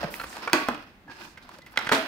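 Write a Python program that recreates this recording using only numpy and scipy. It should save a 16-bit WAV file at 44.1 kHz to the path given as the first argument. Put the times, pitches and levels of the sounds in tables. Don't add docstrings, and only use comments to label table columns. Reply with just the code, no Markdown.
import sys
import numpy as np
from scipy import signal
from scipy.fft import rfft, irfft, next_fast_len
from scipy.io import wavfile
from scipy.ndimage import uniform_filter1d, map_coordinates

SR = 44100
rng = np.random.default_rng(int(sys.argv[2]) if len(sys.argv) > 2 else 0)


def put_to_file(sound):
    columns = np.atleast_2d(sound).T
    safe = np.clip(columns, -1, 1)
    whole_steps = np.round(safe * 32767)
    wavfile.write(sys.argv[1], SR, whole_steps.astype(np.int16))


def convert_level_to_amplitude(level_db):
    exponent = np.asarray(level_db, float) / 20
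    return 10 ** exponent


N = 91331

# pitch_hz, bandwidth_hz, level_db
SHELL_MODES = [(565, 250, 0.5), (770, 81, -17), (900, 194, 2.5), (1125, 20, -2), (1420, 490, 1.5),
               (2070, 250, -17), (2500, 27, 1), (3380, 40, -4), (4370, 490, -11.5)]
# pitch_hz, bandwidth_hz, level_db
TABLE_MODES = [(146, 65, -8), (271, 38, 0.5), (314, 57, -3), (405, 84, -3.5)]


def unit(x):
    return x / np.sqrt(np.mean(x ** 2) + 1e-20)


def peak_unit(x):
    return x / np.abs(x).max()


def along(points, hz):
    f, v = np.transpose(points)
    return np.interp(np.log(hz + 1), np.log(f + 1), v)


def wobble(rate):
    knots = rng.standard_normal(int(N * rate / SR) + 4)
    return map_coordinates(knots, [np.arange(N) * rate / SR])


def filtered(x, response):
    n = x.shape[-1]
    m = next_fast_len(2 * n)
    return irfft(rfft(x, m) * response(np.fft.rfftfreq(m, 1 / SR)), m)[..., :n]


def coloured(x, points):
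    return filtered(x, lambda hz: convert_level_to_amplitude(along(points, hz)) * (hz >= points[0][0]))


def modes(peaks, f):
    total = 0
    for k, (centre, width, db) in enumerate(peaks):
        resonance = 1j * f * width / (centre * centre - f * f + 1j * f * width)
        total = total + (-1) ** k * convert_level_to_amplitude(db) * resonance
    return total


def even(x, bins):
    z = rfft(x)
    return irfft(z / np.sqrt(uniform_filter1d(np.abs(z) ** 2, bins) + 1e-9), len(x))


def pair(x):
    # hz, coherence
    coherence = [(60, 0.8), (300, 0.91), (700, 0.76), (1400, 0), (3000, 0)]

    def mix(hz):
        angle = np.arccos(np.clip(along(coherence, hz), 0, 1)) / 2
        return np.array([np.cos(angle), np.sin(angle)])

    mid, side = filtered(x, mix)
    return np.array([mid + side, mid - side])


def background():
    # hz, level_db
    tone_spectrum = [(25, -7.5), (120, -10), (230, -5.5), (450, -17.5), (2000, -18.5), (5400, -35.5),
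                     (9000, -42.5), (16000, -38)]
    # hz, level_db
    rumble_spectrum = [(20, -35), (45, 7.5), (80, 3.5), (130, -49.5)]
    # time_s, over_rumble_db
    bumps = [
        (.05, 28),
        (.25, 17.5),
        (.55, 6),
        (.87, -2),
        (1.37, 14),
        (1.79, 5),
        (1.88, 19),
    ]
    bump_s, swing_db = 0.075, 5.5
    tone = unit(coloured(pair(rng.standard_normal((2, N))), tone_spectrum))
    t = np.arange(N) / SR
    jolts = sum(db * np.exp(-((t - s) / bump_s) ** 2) for s, db in bumps)
    rumble = unit(coloured(pair(rng.standard_normal((2, N))), rumble_spectrum))
    rumble = rumble * convert_level_to_amplitude(swing_db * wobble(7.6) + jolts)
    return convert_level_to_amplitude(-56) * tone + convert_level_to_amplitude(-75) * rumble


def room(x):
    # hz, t60_s
    decay = [(150, 0.27), (400, 0.42), (1000, 0.32), (2800, 0.54), (7000, 0.28), (15000, 0.42)]
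    # hz, level_db
    tail_spectrum = [(100, 2), (500, 5.5), (2000, 5.5), (6000, 4), (15000, -2)]
    delay_s = 0.004
    hz, t, z = signal.stft(rng.standard_normal((2, SR)), SR, nperseg=256)
    level_db = along(tail_spectrum, hz)[:, None] - 60 * t / along(decay, hz)[:, None]
    tail = pair(signal.istft(z * convert_level_to_amplitude(level_db), SR, nperseg=256)[1])
    late = np.pad(x, (round(delay_s * SR), 0))[None]
    return signal.fftconvolve(late, tail / np.linalg.norm(tail[0]), axes=1)[:, :N]


def slides():
    # start_s, length_s, level_db, centre_hz
    strokes = [
        (0.097, 0.11, -45.5, 13200),
        (0.11, 0.078, -52.5, 5300),
        (0.167, 0.1, -49.5, 11500),
        (0.246, 0.18, -50, 6900),
        (1.096, 0.1, -59.5, 5030),
        (1.167, 0.2, -56, 4900),
        (1.18, 0.15, -62, 12000),
        (1.513, 0.1, -64, 5600),
        (1.66, 0.027, -62, 11900),
        (1.707, 0.036, -59.5, 12500),
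    ]
    t = np.arange(N) / SR
    out = np.zeros((2, N))
    for s, long, db, hz in strokes:
        band = [(hz, hz, 0)]
        hiss = unit(filtered(rng.standard_normal((2, N)), lambda f: modes(band, f) ** 2))
        stroke = np.sin(np.pi * np.clip((t - s) / long, 0, 1) ** 0.72)
        out += convert_level_to_amplitude(db) * stroke * hiss * convert_level_to_amplitude(2.4 * wobble(110))
    return out


def creak(gain, ring_db, lump_db):
    # pitch_hz, bandwidth_hz, level_db
    squeezed_modes = [(322, 14.8, 12.5), (900, 61, 1), (1613, 490, -1), (2500, 280, 11.5), (3080, 900, 5),
                      (4340, 320, 8.5), (5080, 1200, -3.5)]
    # hz, level_db
    creak_spectrum = [(150, 2), (350, -6), (900, 3.5), (1700, -5), (3000, -17), (5200, -11.5), (7000, -24),
                      (16000, -23)]
    slips_a_s, spread_db = 1700, 1.5
    size = np.minimum(spread_db * rng.exponential(size=N), 9)
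    slips = (rng.random(N) < slips_a_s / SR) * rng.standard_normal((2, N)) * convert_level_to_amplitude(size)
    rub = pair(unit(slips) + 0.77 * rng.standard_normal((2, N)))
    rung = filtered(rub, lambda f: 1 + convert_level_to_amplitude(ring_db) * modes(squeezed_modes, f))
    return unit(coloured(rung, creak_spectrum)) * gain * convert_level_to_amplitude(lump_db * wobble(70))


def handling():
    # time_s, level_db
    grip_level = [(0, -35.5), (.1, -45.5), (.3, -46), (.4, -41.5), (.44, -41), (0.519, -45.5), (0.699, -42),
                  (1.054, -77), (1.1, -54), (1.28, -48.5), (1.3, -65.5), (1.44, -55.5), (1.56, -51),
                  (1.6, -66), (1.72, -57.5), (1.85, -40.5), (1.92, -43)]
    # start_s, length_s, level_db
    squeezes = [
        (1.079, 0.1, -51),
        (1.17, 0.11, -44.5),
    ]
    t = np.arange(N) / SR
    grip = creak(convert_level_to_amplitude(np.interp(t, *np.transpose(grip_level))), ring_db=3.5, lump_db=3.0)
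    press = np.zeros(N)
    for s, long, db in squeezes:
        press += convert_level_to_amplitude(db) * np.abs(np.sin(np.pi * np.clip((t - s) / long, 0, 1))) ** 1.07
    return grip + creak(press, ring_db=12, lump_db=3.5)


def panels():
    # start_s, level_db, pitch_hz, t60_ms
    panel_modes = [(.032, -25, 657, 62), (.034, -32, 193.4, 126), (.14, -29.5, 1910, 20),
                   (0.142, -28.5, 2530, 7.8), (0.197, -30, 1376, 35), (0.197, -33, 4200, 34),
                   (.198, -32.5, 2610, 20), (.367, -35, 871, 47), (.476, -21, 1110, 28),
                   (.476, -20, 1400, 32), (.476, -25, 2300, 30), (0.474, -24, 504, 26),
                   (0.5311, -20, 341, 61), (.5322, -14, 917, 37), (.5324, -12, 1980, 22),
                   (.5324, -16, 2556, 20), (.5324, -18, 3350, 13), (.533, -24, 312.2, 250),
                   (.533, -27, 264, 180), (.533, -24, 1125, 370), (0.535, -22.5, 1488, 176),
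                   (.533, -32.5, 614, 300), (.686, -20, 252, 57), (.686, -45, 180, 50),
                   (.687, -28, 259.4, 180), (.688, -30.5, 607, 47), (.6862, -21, 457, 35),
                   (0.689, -32, 1192, 150),
                   (1.066, -45, 292, 61), (1.092, -37.5, 287, 47), (1.078, -38.5, 870, 43),
                     (1.08, -43, 1654, 200), (1.118, -38, 1660, 44), (1.122, -62, 970, 84),
                     (1.199, -45, 350.6, 150), (1.22, -42, 1610, 100), (1.373, -40.5, 2110, 36),
                     (1.373, -39.5, 1560, 40), (1.373, -51, 2380, 64), (1.492, -34.5, 1045, 18),
                     (1.617, -47, 2016, 80), (1.663, -46.5, 2050, 84), (1.7735, -13.5, 1420, 18.3),
                     (1.7735, -15.5, 2060, 25), (1.773, -16, 3320, 11.6), (1.7745, -20.5, 3980, 14),
                     (1.789, -18.5, 900, 16.3), (1.789, -29, 2070, 22), (1.789, -31, 5230, 13),
                     (1.869, -21, 2080, 17), (1.87, -29, 194, 35), (1.8905, -20, 3320, 12),
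                     (1.9163, -11, 992, 38), (1.9163, -7, 1366, 13), (1.919, -18, 1860, 29),
                     (1.924, -27, 646, 320), (1.917, -21, 327, 56), (1.92, -26, 270, 310),
                     (1.925, -31, 459.4, 245)]
    flutter_db, flutter_rad, flutter_rate = 4, 1.2, 75
    rise = 0.013
    rows = panel_modes
    out, t = np.zeros(N + SR), np.arange(SR // 3) / SR
    for (s, db, hz, ms), knots in zip(rows, rng.standard_normal((len(rows), 2, 30))):
        beat = t * flutter_rate
        size, turn = [map_coordinates(k, [beat]) * np.minimum(beat, 1) for k in knots]
        life = t * 1000 / ms
        swell = convert_level_to_amplitude(db - 60 * life + flutter_db * size) * (1 - np.exp(-life / rise))
        out[round(s * SR):][:len(t)] -= swell * np.sin(2 * np.pi * hz * t + flutter_rad * turn)
    return out[:N]


def rings():
    # time_s, level_db, centre_hz, boom_db
    blows = [
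        (0.038, -18, 650, -25),
        (.533, 3, 1020, 2),
        (0.686, -16, 400, 7),
        (1.917, 8.5, 1300, 2),
    ]
    out = np.zeros((2, N))
    for s, db, hz, boom_db in blows:
        blow = np.zeros(N)
        blow[round(s * SR)] = 1

        def tone(f):
            shell = 1 + convert_level_to_amplitude(-10) * modes(SHELL_MODES, f)
            return modes([(hz, 1.23 * hz, 0)], f) * shell + convert_level_to_amplitude(boom_db) * modes(TABLE_MODES, f)

        blow = filtered(blow, tone)
        out += convert_level_to_amplitude(db) * room(blow / np.linalg.norm(blow))
    return out


def contact(hz, ms, crack_db, boom_db, sharp_db, chance):
    # hz, level_db
    crack_spectrum = [(2000, 6), (5000, 4.5), (9000, -3), (13000, -7)]
    t = np.arange(chance.shape[1]) / SR
    life = t / (ms / 1000)
    burst = even(chance[0] * life * np.exp(-4 * life), bins=21)
    burst[8] -= convert_level_to_amplitude(sharp_db) * np.abs(burst).max()

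    def near(f, wide):
        return modes([(hz, wide * hz, 0)], f)

    def shell(f):
        pitched = near(f, 0.2) * near(f, 3.5) ** 2
        return pitched + convert_level_to_amplitude(-6) * near(f, 2.55) * modes(SHELL_MODES, f)

    longest_crack_ms = 8.9
    edge = np.minimum(t * 3000, 1) * np.exp(-t * 1000 / min(ms, longest_crack_ms) * 3)
    crack = peak_unit(coloured(chance[1], crack_spectrum) * edge)
    boom = peak_unit(filtered(burst, lambda f: modes(TABLE_MODES, f)))
    body = peak_unit(filtered(burst, shell)) + convert_level_to_amplitude(boom_db) * boom
    return peak_unit(body) + convert_level_to_amplitude(crack_db) * crack


def play(rows, boom_db, sharp_db):
    out, chance = np.zeros(N + 4096), rng.standard_normal((len(rows), 2, 4096))
    for (s, db, hz, ms, crack_db), c in zip(rows, chance):
        out[round(s * SR):][:c.shape[1]] += convert_level_to_amplitude(db) * contact(hz, ms, crack_db, boom_db, sharp_db, c)
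    return out[:N]


def clicks():
    # start_s, peak_db, pitch_hz, length_ms, crack_db
    lift_clicks = [(.14, -24, 2150, 2.1, -26), (.198, -24.5, 1420, 7.9, -19), (.212, -25.5, 1350, 6.4, -27),
                   (.228, -36, 925, 2.8, -23), (.235, -26.5, 1140, 11.6, -26),
                   (.241, -33.5, 1340, 5.9, -26), (.299, -60, 1550, 9.3, -25), (.327, -34, 1770, 6.7, -23),
                   (.367, -29, 800, 7, -6), (.428, -31, 2230, 5.2, -23), (.475, -20.5, 1240, 11, -15),
                   (.497, -25, 1500, 4.4, -37), (.552, -32, 2500, 3.8, -22), (.744, -33.5, 2500, 8, -41)]
    # start_s, peak_db, pitch_hz, length_ms, crack_db
    turn_clicks = [(1.079, -40.5, 864, 11, -30), (1.096, -35.5, 900, 10.6, -28),
                   (1.373, -37, 1950, 16.7, -17), (1.424, -47, 3830, 24, -14),
                   (1.491, -41.5, 1030, 10, 1.5), (1.514, -40.5, 1180, 9.2, -22),
                   (1.561, -48.5, 590, 24, -11), (1.586, -39, 560, 8.6, 2), (1.618, -45, 3700, 9.2, -23),
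                   (1.662, -40, 2000, 20, -2), (1.738, -41, 980, 9.7, -18), (1.758, -32.5, 1350, 8.3, -35),
                   (1.773, -12.5, 1980, 6.1, -10), (1.789, -23, 1390, 13, -3),
                   (1.81, -26.5, 1160, 5.9, -35), (1.824, -33, 1620, 4.8, -12),
                   (1.869, -21, 1500, 9.6, -12), (1.8911, -15, 1500, 5.9, -17),
                   (1.901, -25, 1340, 2.9, -25), (1.948, -17.5, 3700, 5, -41), (1.968, -23, 1520, 1.9, -20)]
    return [play(rows, boom_db=-24, sharp_db=-24) for rows in (lift_clicks, turn_clicks)]


def knocks():
    # start_s, peak_db, contact_hz, length_ms, crack_db
    edge_knocks = [
        (0.031, -19.5, 602, 3.5, -39),
        (.038, -21.5, 657, 10.5, -36),
        (0.5313, -6.5, 1364, 5.2, -0.5),
        (0.6856, -12, 271.4, 5.9, -12.5),
        (1.916, -12, 1260, 5.7, -28),
        (1.921, -11.5, 1600, 6.1, -4),
        (1.931, -12.5, 970, 3, -9),
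    ]
    return play(edge_knocks, boom_db=-14, sharp_db=10)


def scene():
    # hz, left_over_right_db
    port_lean = [(60, -2), (110, -3.5), (200, -2), (380, 0.5), (700, -0.5), (1290, -3), (2380, -6),
                 (4400, -5.5), (8120, 1.5), (15000, 1)]
    lead_rad, lead_hz = 1.13, 1500
    still = background()
    stroke, rub, sing = slides(), handling(), panels()
    click_parts, knock = clicks(), knocks()
    wet = rings() + convert_level_to_amplitude(-7) * room(knock) + convert_level_to_amplitude(-8.5) * room(rub.mean(0)) + convert_level_to_amplitude(-9) * room(sing)
    wet = wet + sum(convert_level_to_amplitude(-13) * room(part) for part in click_parts)
    case = knock + sum(click_parts) + sing + rub + stroke + wet
    side = np.array([[.5], [-.5]])

    def ports(hz):
        return convert_level_to_amplitude(side * along(port_lean, hz)) * np.exp(1j * side * lead_rad * np.tanh(hz / lead_hz))

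    return filtered(case, ports)[:, :N] + still


def low_pass(x):
    return signal.sosfilt(signal.butter(12, 16820, fs=SR, output="sos"), x)


def record(dry):
    # hz, level_db
    band_edge = [(10, 0), (15700, 0), (16000, -26), (16800, -34), (16900, -90)]
    return low_pass(coloured(dry, band_edge))


dry = scene()
out = record(dry)
put_to_file(out)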